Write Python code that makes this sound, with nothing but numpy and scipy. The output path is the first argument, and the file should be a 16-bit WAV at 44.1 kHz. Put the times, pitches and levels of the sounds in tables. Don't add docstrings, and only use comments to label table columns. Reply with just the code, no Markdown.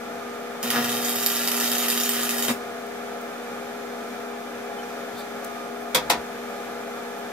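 import sys
import numpy as np
from scipy import signal
from scipy.fft import rfft, irfft, next_fast_len
from scipy.io import wavfile
from scipy.ndimage import uniform_filter1d, map_coordinates

SR = 44100
rng = np.random.default_rng(int(sys.argv[2]) if len(sys.argv) > 2 else 0)


def wrap_up_sound(samples):
    columns = np.atleast_2d(samples).T
    tamed = np.clip(columns, -1, 1)
    steps = np.round(tamed * 32767).astype(np.int16)
    wavfile.write(sys.argv[1], SR, steps)


def how_loud(loudness_db):
    steps = np.asarray(loudness_db, float) / 20
    return 10 ** steps


N = 322812

MAINS_HZ, BLADE_HZ = 60.01, 204.5
ARC_ON_S, ARC_OFF_S = 0.628, 2.506

# (pan [dB], left lead [rad])
HUM_PLACES = [
    (1, 0),
    (-5, 0),
    (-0.5, 0),
]
# (time [s], core hum level [dB], arc level [dB], arc length [0-1])
WELD = [
    (.63, -31.5, -33, 0.2),
    (.695, -34, -36, 0.2),
    (.71, -39.5, -33.5, 0),
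    (.88, -35, -33.5, 0.3),
    (1.03, -36.5, -36.5, 0.6),
    (1.07, -36, -33, 0.96),
    (1.3, -41, -33, 0.83),
    (1.55, -35.5, -31, 0.64),
    (2.45, -37, -32.5, 0.73),
]
# (time [s], surge [dB], rise [s], fall [s])
SURGES = [
    (.65, -1, 0.018, .03),
    (.772, 9.5, 0.024, 0.025),
    (2.5, 12.5, 0.014, 0.016),
]
# (time [s], fan change [dB], hum change [dB])
MAN_MIRROR = [(0, .3, 0.5), (2.6, 0.75, 0), (3.4, 0, 0.5), (4.5, 0, 1), (5.1, 1, -1), (5.4, 0.8, -1),
              (5.7, 0, 1), (6.0, 0, -1), (6.2, 1.1, 1), (6.65, 0.4, 0.5), (7.32, .5, -1)]

# (time [s], speed lost [0-1])
FAN_SAG = [
    (0, 0),
    (.63, 0),
    (1, .0105),
    (2.5, .0112),
    (2.75, 0),
    (7.4, 0),
]
# (blade multiple, mains multiple added, level [dB], unsteadiness [dB], change under load [dB])
FAN_TONES = [
    (1, 0, -58, -1, -24),
    (2, 0, -43, 0.9, 4),
    (1, 8, -49, 2, -1.5),
    (4, 0, -48.5, 2.5, 0.5),
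    (6, 0, -51.5, 3.5, 2.5),
]
# (pan [dB], left lead [rad])
FAN_PLACES = [
    (-1, -0.49),
    (8.5, 1.55),
    (9.5, -0.23),
    (-5, 1.35),
    (-7.5, 1.2),
]
# (frequency [Hz], density [dB per Hz])
FAN_AIR = [(18, -53), (30, -40), (49, -28.5), (156, -16.5), (232, -8), (344, -9), (402, -10.5), (612, -11),
           (680, -4.5), (1060, -15.5), (1240, -10.5), (2460, -18), (2800, -22), (13900, -32), (15800, -42)]
# (centre [Hz], width [Hz], lift [dB])
FAN_CASE = [(532, 97, 8), (685, 74, -1), (820, 120, 1.5), (1015, 52, 1.5), (1330, 330, 4.5),
            (1717, 95, 6.5), (2407, 270, 5.5), (3000, 74, 2), (3540, 330, 5.5), (4230, 140, 4),
            (4440, 220, -1.5), (5100, 420, 1.5), (6300, 1100, 3), (14300, 1600, -5.5)]
# (frequency [Hz], likeness [-1 to 1])
FAN_LIKENESS = [(30, 0.54), (70, 1), (250, 0.72), (700, 0.91), (1400, 0.64), (3000, 0.16), (5000, 0.046),
                (15000, 0.23)]

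# (frequency [Hz], density [dB per Hz])
HISS = [(1500, -46), (3000, -15.5), (5000, -5), (8000, -1.5), (10000, -1.5), (12000, -1.5), (14000, -5.5),
        (15000, -13), (15800, -19)]
# (frequency [Hz], density [dB per Hz])
SIZZLE = [(900, -42), (1800, -11), (2500, -1.5), (3200, -1.5), (4200, -7), (6000, -5.5), (9000, -54)]
# (frequency [Hz], density [dB per Hz])
ROAR = [(60, -32), (130, 0), (250, 2.5), (400, 4), (700, 5), (1400, 2), (2000, -3), (3000, -10)]
# (centre [Hz], width [Hz], change [dB])
FRAME = [(1224, 97, 8.5), (1400, 140, 9), (1697, 115, 9.5), (1897, 160, 10.5), (3187, 160, 6.5),
         (3404, 130, -12), (3730, 320, 6.5), (4120, 157, -9.5), (5910, 170, -10.5), (6940, 160, 8),
         (7450, 240, -7), (9640, 190, -5), (10600, 510, 0.5), (13900, 400, -3)]
# (time [s], peak level [dB])
SPITS = [(0.6298, -16.5), (0.7041, -10), (0.845, -14.5), (0.9183, -15), (0.9594, -22), (1.0485, -17),
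         (1.076, -23), (1.157, -17), (1.2266, -20), (1.2625, -9), (1.301, -15), (1.4758, -13.5),
         (1.516, -12), (1.567, -16), (1.6004, -13.5), (1.717, -13.5), (1.783, -14), (1.8084, -20),
         (1.8836, -9.5), (1.9014, -10.5), (2.0004, -11.5), (2.0351, -12), (2.0921, -11), (2.2326, -14),
         (2.2923, -13), (2.3084, -14.5), (2.3821, -14), (2.4247, -12), (2.45, -18), (2.4824, -15)]
# (time [s], peak level [dB])
POPS = [
    (.6355, -17),
    (.748, -15),
    (.768, -10),
    (0.773, -31),
    (.7815, -17),
    (.7895, -21),
    (2.4845, -9),
    (2.4975, -11),
    (2.5055, -10),
    (2.5142, -26),
]

# (time [s], level [dB], centre [Hz], width [octaves], length [s])
SCUFFS = [(2.867, -48, 9000, 1, .006), (3.216, -47, 9000, 1, .008), (4.796, -42, 3050, .03, 0.014),
          (4.835, -50, 5700, .04, .015), (4.9, -52, 5000, 1, .01), (5.19, -49, 3590, 0.028, 0.055),
          (5.203, -47.5, 4300, .15, 0.061), (5.195, -47, 9000, .8, 0.034), (5.4475, -35.5, 8000, 1.3, .005),
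          (5.47, -66, 75, 0.46, 0.044), (5.818, -56, 10000, .8, .04), (6.018, -55, 55, 0.65, .04),
          (6.09, -50, 60, 1, .03), (6.19, -55, 55, .5, .04), (6.39, -67, 65, .3, 0.069),
          (6.397, -58, 3000, .05, .015), (7.19, -52, 12000, .6, .015)]
# (time [s], peak level [dB], rebound delay [s], rebound level [dB])
KNOCKS = [
    (5.947, -7.5, 0.02, -5),
    (6.099, -6.5, 0.018, -11),
]
# (frequency [Hz], level [dB], T60 [s])
BOX_MODES = [
    [(510, -4.5, 0.21), (733, -14.5, 0.28), (956, -8.5, 0.19), (1700, -33, 5.0), (2230, -12, 0.2),
     (2460, -5, 0.085), (2600, -30, 0.31), (3300, -13, 0.16), (3640, -2, 0.063), (4150, -25, 0.27),
     (4770, -24, 0.29)],
    [(710, -5, 0.12), (976, -7, 5.0), (1500, -16, 0.32), (1835, -11.5, 0.2), (1970, -13, 0.21),
     (2250, -8, 0.067), (2560, -7, 0.092), (3138, -22, 0.12), (3887, -8, 0.088), (3989, -25, 0.16),
     (4730, -20, 0.2)],
]
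# (frequency [Hz], density [dB per Hz])
CLANG = [
    [(88, -36), (150, -17.5), (937, -10), (1820, -12), (2630, -9), (2960, -20), (3460, -3), (3960, -12),
     (13500, -18), (15800, -27)],
    [(88, -45), (150, -20.5), (955, -5), (1250, -12.5), (2250, -9.5), (2790, -12.5), (3810, -10.5),
     (4200, -13), (13500, -20), (15800, -34)],
]
# (frequency [Hz], T60 [s])
CLANG_T60 = [(100, 0.59), (500, 0.27), (2000, 0.18), (5000, .16), (12000, 0.1)]

# (frequency [Hz], T60 [s])
SHOP_T60 = [(200, 0.3), (2000, 0.15), (10000, 0.18)]
# (frequency [Hz], likeness [-1 to 1])
ROOM_LIKENESS = [(30, 0.62), (100, 1), (300, 0.91), (800, 0.82), (2000, 0.03), (5000, 0.19)]
# (frequency [Hz], left minus right [dB])
PORTS = [(100, 1), (400, 1.5), (700, 1.5), (1300, -1), (2400, 1), (4400, 1.5), (8000, -0.5), (10500, -1.5),
         (12500, -10), (14500, -23.5), (15500, -10)]


def unit(x):
    return x / np.sqrt(np.mean(x ** 2) + 1e-20)


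def along(points, hz):
    f, v = np.transpose(points)
    return np.interp(np.log(hz + 1), np.log(f + 1), v)


def curves(rows):
    s, *cols = np.transpose(rows)
    return [np.interp(np.arange(N) / SR, s, c) for c in cols]


def wobble(rate):
    knots = rng.standard_normal(int(N * rate / SR) + 4)
    return map_coordinates(knots, [np.arange(N) * rate / SR])


def peaks(rows):
    t = np.arange(N) / SR
    return sum(height * np.exp(-.5 * ((t - s) / np.where(t < s, rise, fall)) ** 2)
               for s, height, rise, fall in rows)


def filtered(x, response):
    m = next_fast_len(x.shape[-1] + 8192)
    return irfft(rfft(x, m) * response(np.fft.rfftfreq(m, 1 / SR)), m)[..., :x.shape[-1]]


def bumps_db(modes, hz):
    return sum(db / (1 + (2 * (hz - c) / w) ** 2) for c, w, db in modes)


def tone(cycles, pan_db, lead):
    gain = how_loud([[pan_db / 2], [-pan_db / 2]])
    phase = np.array([[lead / 2], [-lead / 2]])
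    return np.sqrt(2) * gain * np.sin(2 * np.pi * cycles + phase)


def pair(noises, likeness):
    def mid_side(hz):
        turn = np.arccos(np.clip(along(likeness, hz), -1, 1)) / 2
        return np.array([np.cos(turn), np.sin(turn)])

    mid, side = filtered(noises, mid_side)
    return np.array([mid + side, mid - side])


def tails(t60s, count):
    hz, t, z = signal.stft(rng.standard_normal((2, count)), SR, nperseg=128)
    decay = how_loud(-60 * t / along(t60s, hz)[:, None])
    tail = signal.istft(z * decay, SR, nperseg=128)[1][:, :count]
    return pair(tail / np.linalg.norm(tail[0]), ROOM_LIKENESS)


def lit_db():
    t = np.arange(N) / SR
    strike_db = 2000 * (t - ARC_ON_S - .007)
    fade_db = 750 * (ARC_OFF_S - t)
    return np.minimum(0, np.minimum(strike_db, fade_db))


def transformer():
    t = np.arange(N) / SR
    lag_s = 0.011
    current_db = curves(WELD)[0] + np.interp(t - lag_s, t, peaks(SURGES) + lit_db())
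    cold = (1 - np.tanh((t - 1.24) / .04)) / 2
    cycles = 4 * MAINS_HZ * t
    idle_db, loaded_db = (-44, -45.5, -49.5), (1.5, -13.5, -10)
    cold_db, sway_db = (0.5, 8.5, 2.5), (.4, 1.2, 2.2)
    hum = 0
    for k, place in enumerate(HUM_PLACES):
        idle = how_loud(idle_db[k] + curves(MAN_MIRROR)[1]) * (1 - how_loud(lit_db()))
        loaded = how_loud(current_db + loaded_db[k] + cold_db[k] * cold)
        hum = hum + (idle + loaded) * how_loud(sway_db[k] * wobble(8.1)) * tone((k + 1) * cycles, *place)
    buzz = how_loud(-55 + lit_db() + 2.7 * wobble(6.5)) * cold * tone(cycles / 2, 0, 0)
    return hum + buzz


def fan():
    sag = curves(FAN_SAG)[0]
    blades = np.cumsum(BLADE_HZ * (1 - sag)) / SR
    mains = MAINS_HZ * np.arange(N) / SR
    tones = 0
    for (k, m, db, sway_db, load_db), place in zip(FAN_TONES, FAN_PLACES):
        level = how_loud(db + load_db * sag / sag.max() + sway_db * wobble(7))
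        cycles = round(k) * blades + round(m) * mains + 0.033 * k * wobble(3.06)
        tones = tones + level * tone(cycles, *place)

    standing_db = 2.58 * rng.standard_normal(800)
    depth = [(300, 0.64), (600, 0.62), (2500, 0.69), (6000, 0.51)]

    def colour(hz):
        ripple_db = map_coordinates(standing_db, [hz / 28], mode="wrap") * along(depth, hz)
        lag = np.exp(1j * np.pi * hz / SR * 4.23 * np.array([[1], [-1]]))
        return how_loud(along(FAN_AIR, hz) + bumps_db(FAN_CASE, hz) + ripple_db) * lag

    air = filtered(pair(rng.standard_normal((2, N)), FAN_LIKENESS), colour)
    return tones + how_loud(-37 + 0.55 * wobble(6) + curves(MAN_MIRROR)[0]) * unit(air)


def plasma():
    _, arc_db, length = curves(WELD)
    choke_s = 0.0074
    choke_db = peaks([(s - choke_s / 2, 0.95 * max(db + 19, 0), choke_s, choke_s / 4) for s, db in SPITS])
    half = 2 * MAINS_HZ * np.arange(N) / SR
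    strike_db = rng.standard_normal(int(half[-1]) + 2)[(half + .15).astype(int)]
    strike_db = uniform_filter1d(strike_db, 40)
    turn = 2 * np.pi * (half - .3)
    pulse_db = 4.5 * np.cos(turn) + 1.8 * np.cos(2 * turn)
    beat = how_loud(2.4 * np.tanh(strike_db) + pulse_db)
    sparks = (rng.random(N) < 1500 / SR) * how_loud(17 * rng.random(N) ** 2) * rng.choice([-1, 1], N)
    # spectrum, level over the arc dB, gain at full arc length dB, share of a surge, spark share
    layers = [(HISS, -0.5, 4, -.3, 1.2),
              (SIZZLE, 0.5, -3.5, 0.33, .9),
              (ROAR, -1.5, -7.5, .7, .3)]
    out = 0
    for spectrum, db, length_db, surge_share, spark_share in layers:
        level_db = arc_db + db + length_db * length + surge_share * peaks(SURGES) - choke_db + lit_db()
        noise = beat * (rng.standard_normal(N) + spark_share * unit(sparks))
        out = out + how_loud(level_db) * unit(filtered(noise, lambda hz: how_loud(along(spectrum, hz))))
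    return out


def spits():
    out, u = np.zeros(N), np.arange(SR // 20) / SR
    fizz = how_loud(-60 * u / 0.015)
    crack = how_loud(3 - 60 * u / 0.0038)
    for (s, db), noise in zip(SPITS, rng.standard_normal((len(SPITS), len(u)))):
        spiky = 2 * np.tanh(noise * np.abs(noise) / 4)
        out[round(s * SR):][:len(u)] += how_loud(db + 3) * (fizz + crack) * spiky
    return filtered(out, lambda hz: how_loud(along(HISS, hz)) + 0.58 * how_loud(along(SIZZLE, hz)))


def arc():
    return filtered(plasma() + spits(), lambda hz: how_loud(bumps_db(FRAME, hz)))


def pops():
    def dip(u):
        return (u - u * u / 2) * np.exp(-u)

    out, t = np.zeros(N), np.arange(600) / SR
    shape = dip(t / 0.00013) + how_loud(-10) * dip(t / 0.00055)
    for s, db in POPS:
        out[round(s * SR):][:len(t)] -= how_loud(db + 13) * shape
    return filtered(out, lambda hz: (1j * hz / (130 + 1j * hz)) ** 2)


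def scuffs():
    out = np.zeros(N)
    noises = rng.standard_normal((len(SCUFFS), SR // 5))
    for (s, db, centre_hz, octaves, length), noise in zip(SCUFFS, noises):
        puff = unit(filtered(noise, lambda hz: np.exp(-.5 * (np.log2((hz + 1) / centre_hz) / octaves) ** 2)))
        u = (np.arange(len(noise)) - len(noise) / 2) / SR
        start = round(s * SR) - len(noise) // 2
        out[start:][:len(u)] += how_loud(db) * puff * np.exp(-2 * (u / length) ** 2)
    return out


def knocks():
    out, t = np.zeros((2, N + SR)), np.arange(SR // 2) / SR
    attack = 1 - np.exp(-t / 0.0014)
    for (s, db, delay, rebound_db), modes, colour in zip(KNOCKS, BOX_MODES, CLANG):
        ring = sum(how_loud(level - 60 * t / min(t60, .3)) * np.sin(2 * np.pi * hz * t)
                   for hz, level, t60 in modes)
        clang = filtered(tails(CLANG_T60, len(t)), lambda hz: how_loud(along(colour, hz)))
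        clang = clang / np.linalg.norm(clang[0])
        blow = attack * (how_loud(db - 8.5) * ring + how_loud(db + 22) * clang)

        def rebound(hz):
            return 1 + how_loud(rebound_db) * np.exp(-2j * np.pi * hz * delay) / (1 + (hz / 1500) ** 2)

        out[:, round(s * SR) - 40:][:, :len(t)] += filtered(blow, rebound)
    return out[:, :N]


def heard(x, lead, wet_db):
    ears = np.array([[lead], [-lead]])
    direct = filtered(x, lambda hz: np.exp(1j * np.pi * hz / SR * ears))
    place = 2 * np.pi * np.arange(N) / SR / 1.562
    answer = 0
    for k in range(3):
        send = x * np.cos(place + k * np.pi / 3) * np.sqrt(2 / 3)
        send = np.pad(send, (130, 0))[None]
        answer = answer + signal.fftconvolve(send, tails(SHOP_T60, SR // 3), axes=1)[:, :N]
    return (direct + how_loud(wet_db) * answer) / np.sqrt(1 + how_loud(2 * wet_db))


def scene():
    machine = transformer() + fan()
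    weld = heard(arc() + pops(), lead=-2.27, wet_db=-0.5)
    man = heard(scuffs(), lead=1.0, wet_db=-8) + knocks()
    return machine + weld + man


def roll_off(x):
    return signal.sosfilt(signal.butter(12, 16630, fs=SR, output="sos"), x)


def record(dry):
    def ports(hz):
        balance_db = along(PORTS, hz) * np.array([[.5], [-.5]])
        return how_loud(balance_db - 120 * (hz > 15720))

    mix = filtered(dry, ports) - .0006
    return roll_off(mix)


dry = scene()
out = record(dry)
wrap_up_sound(out)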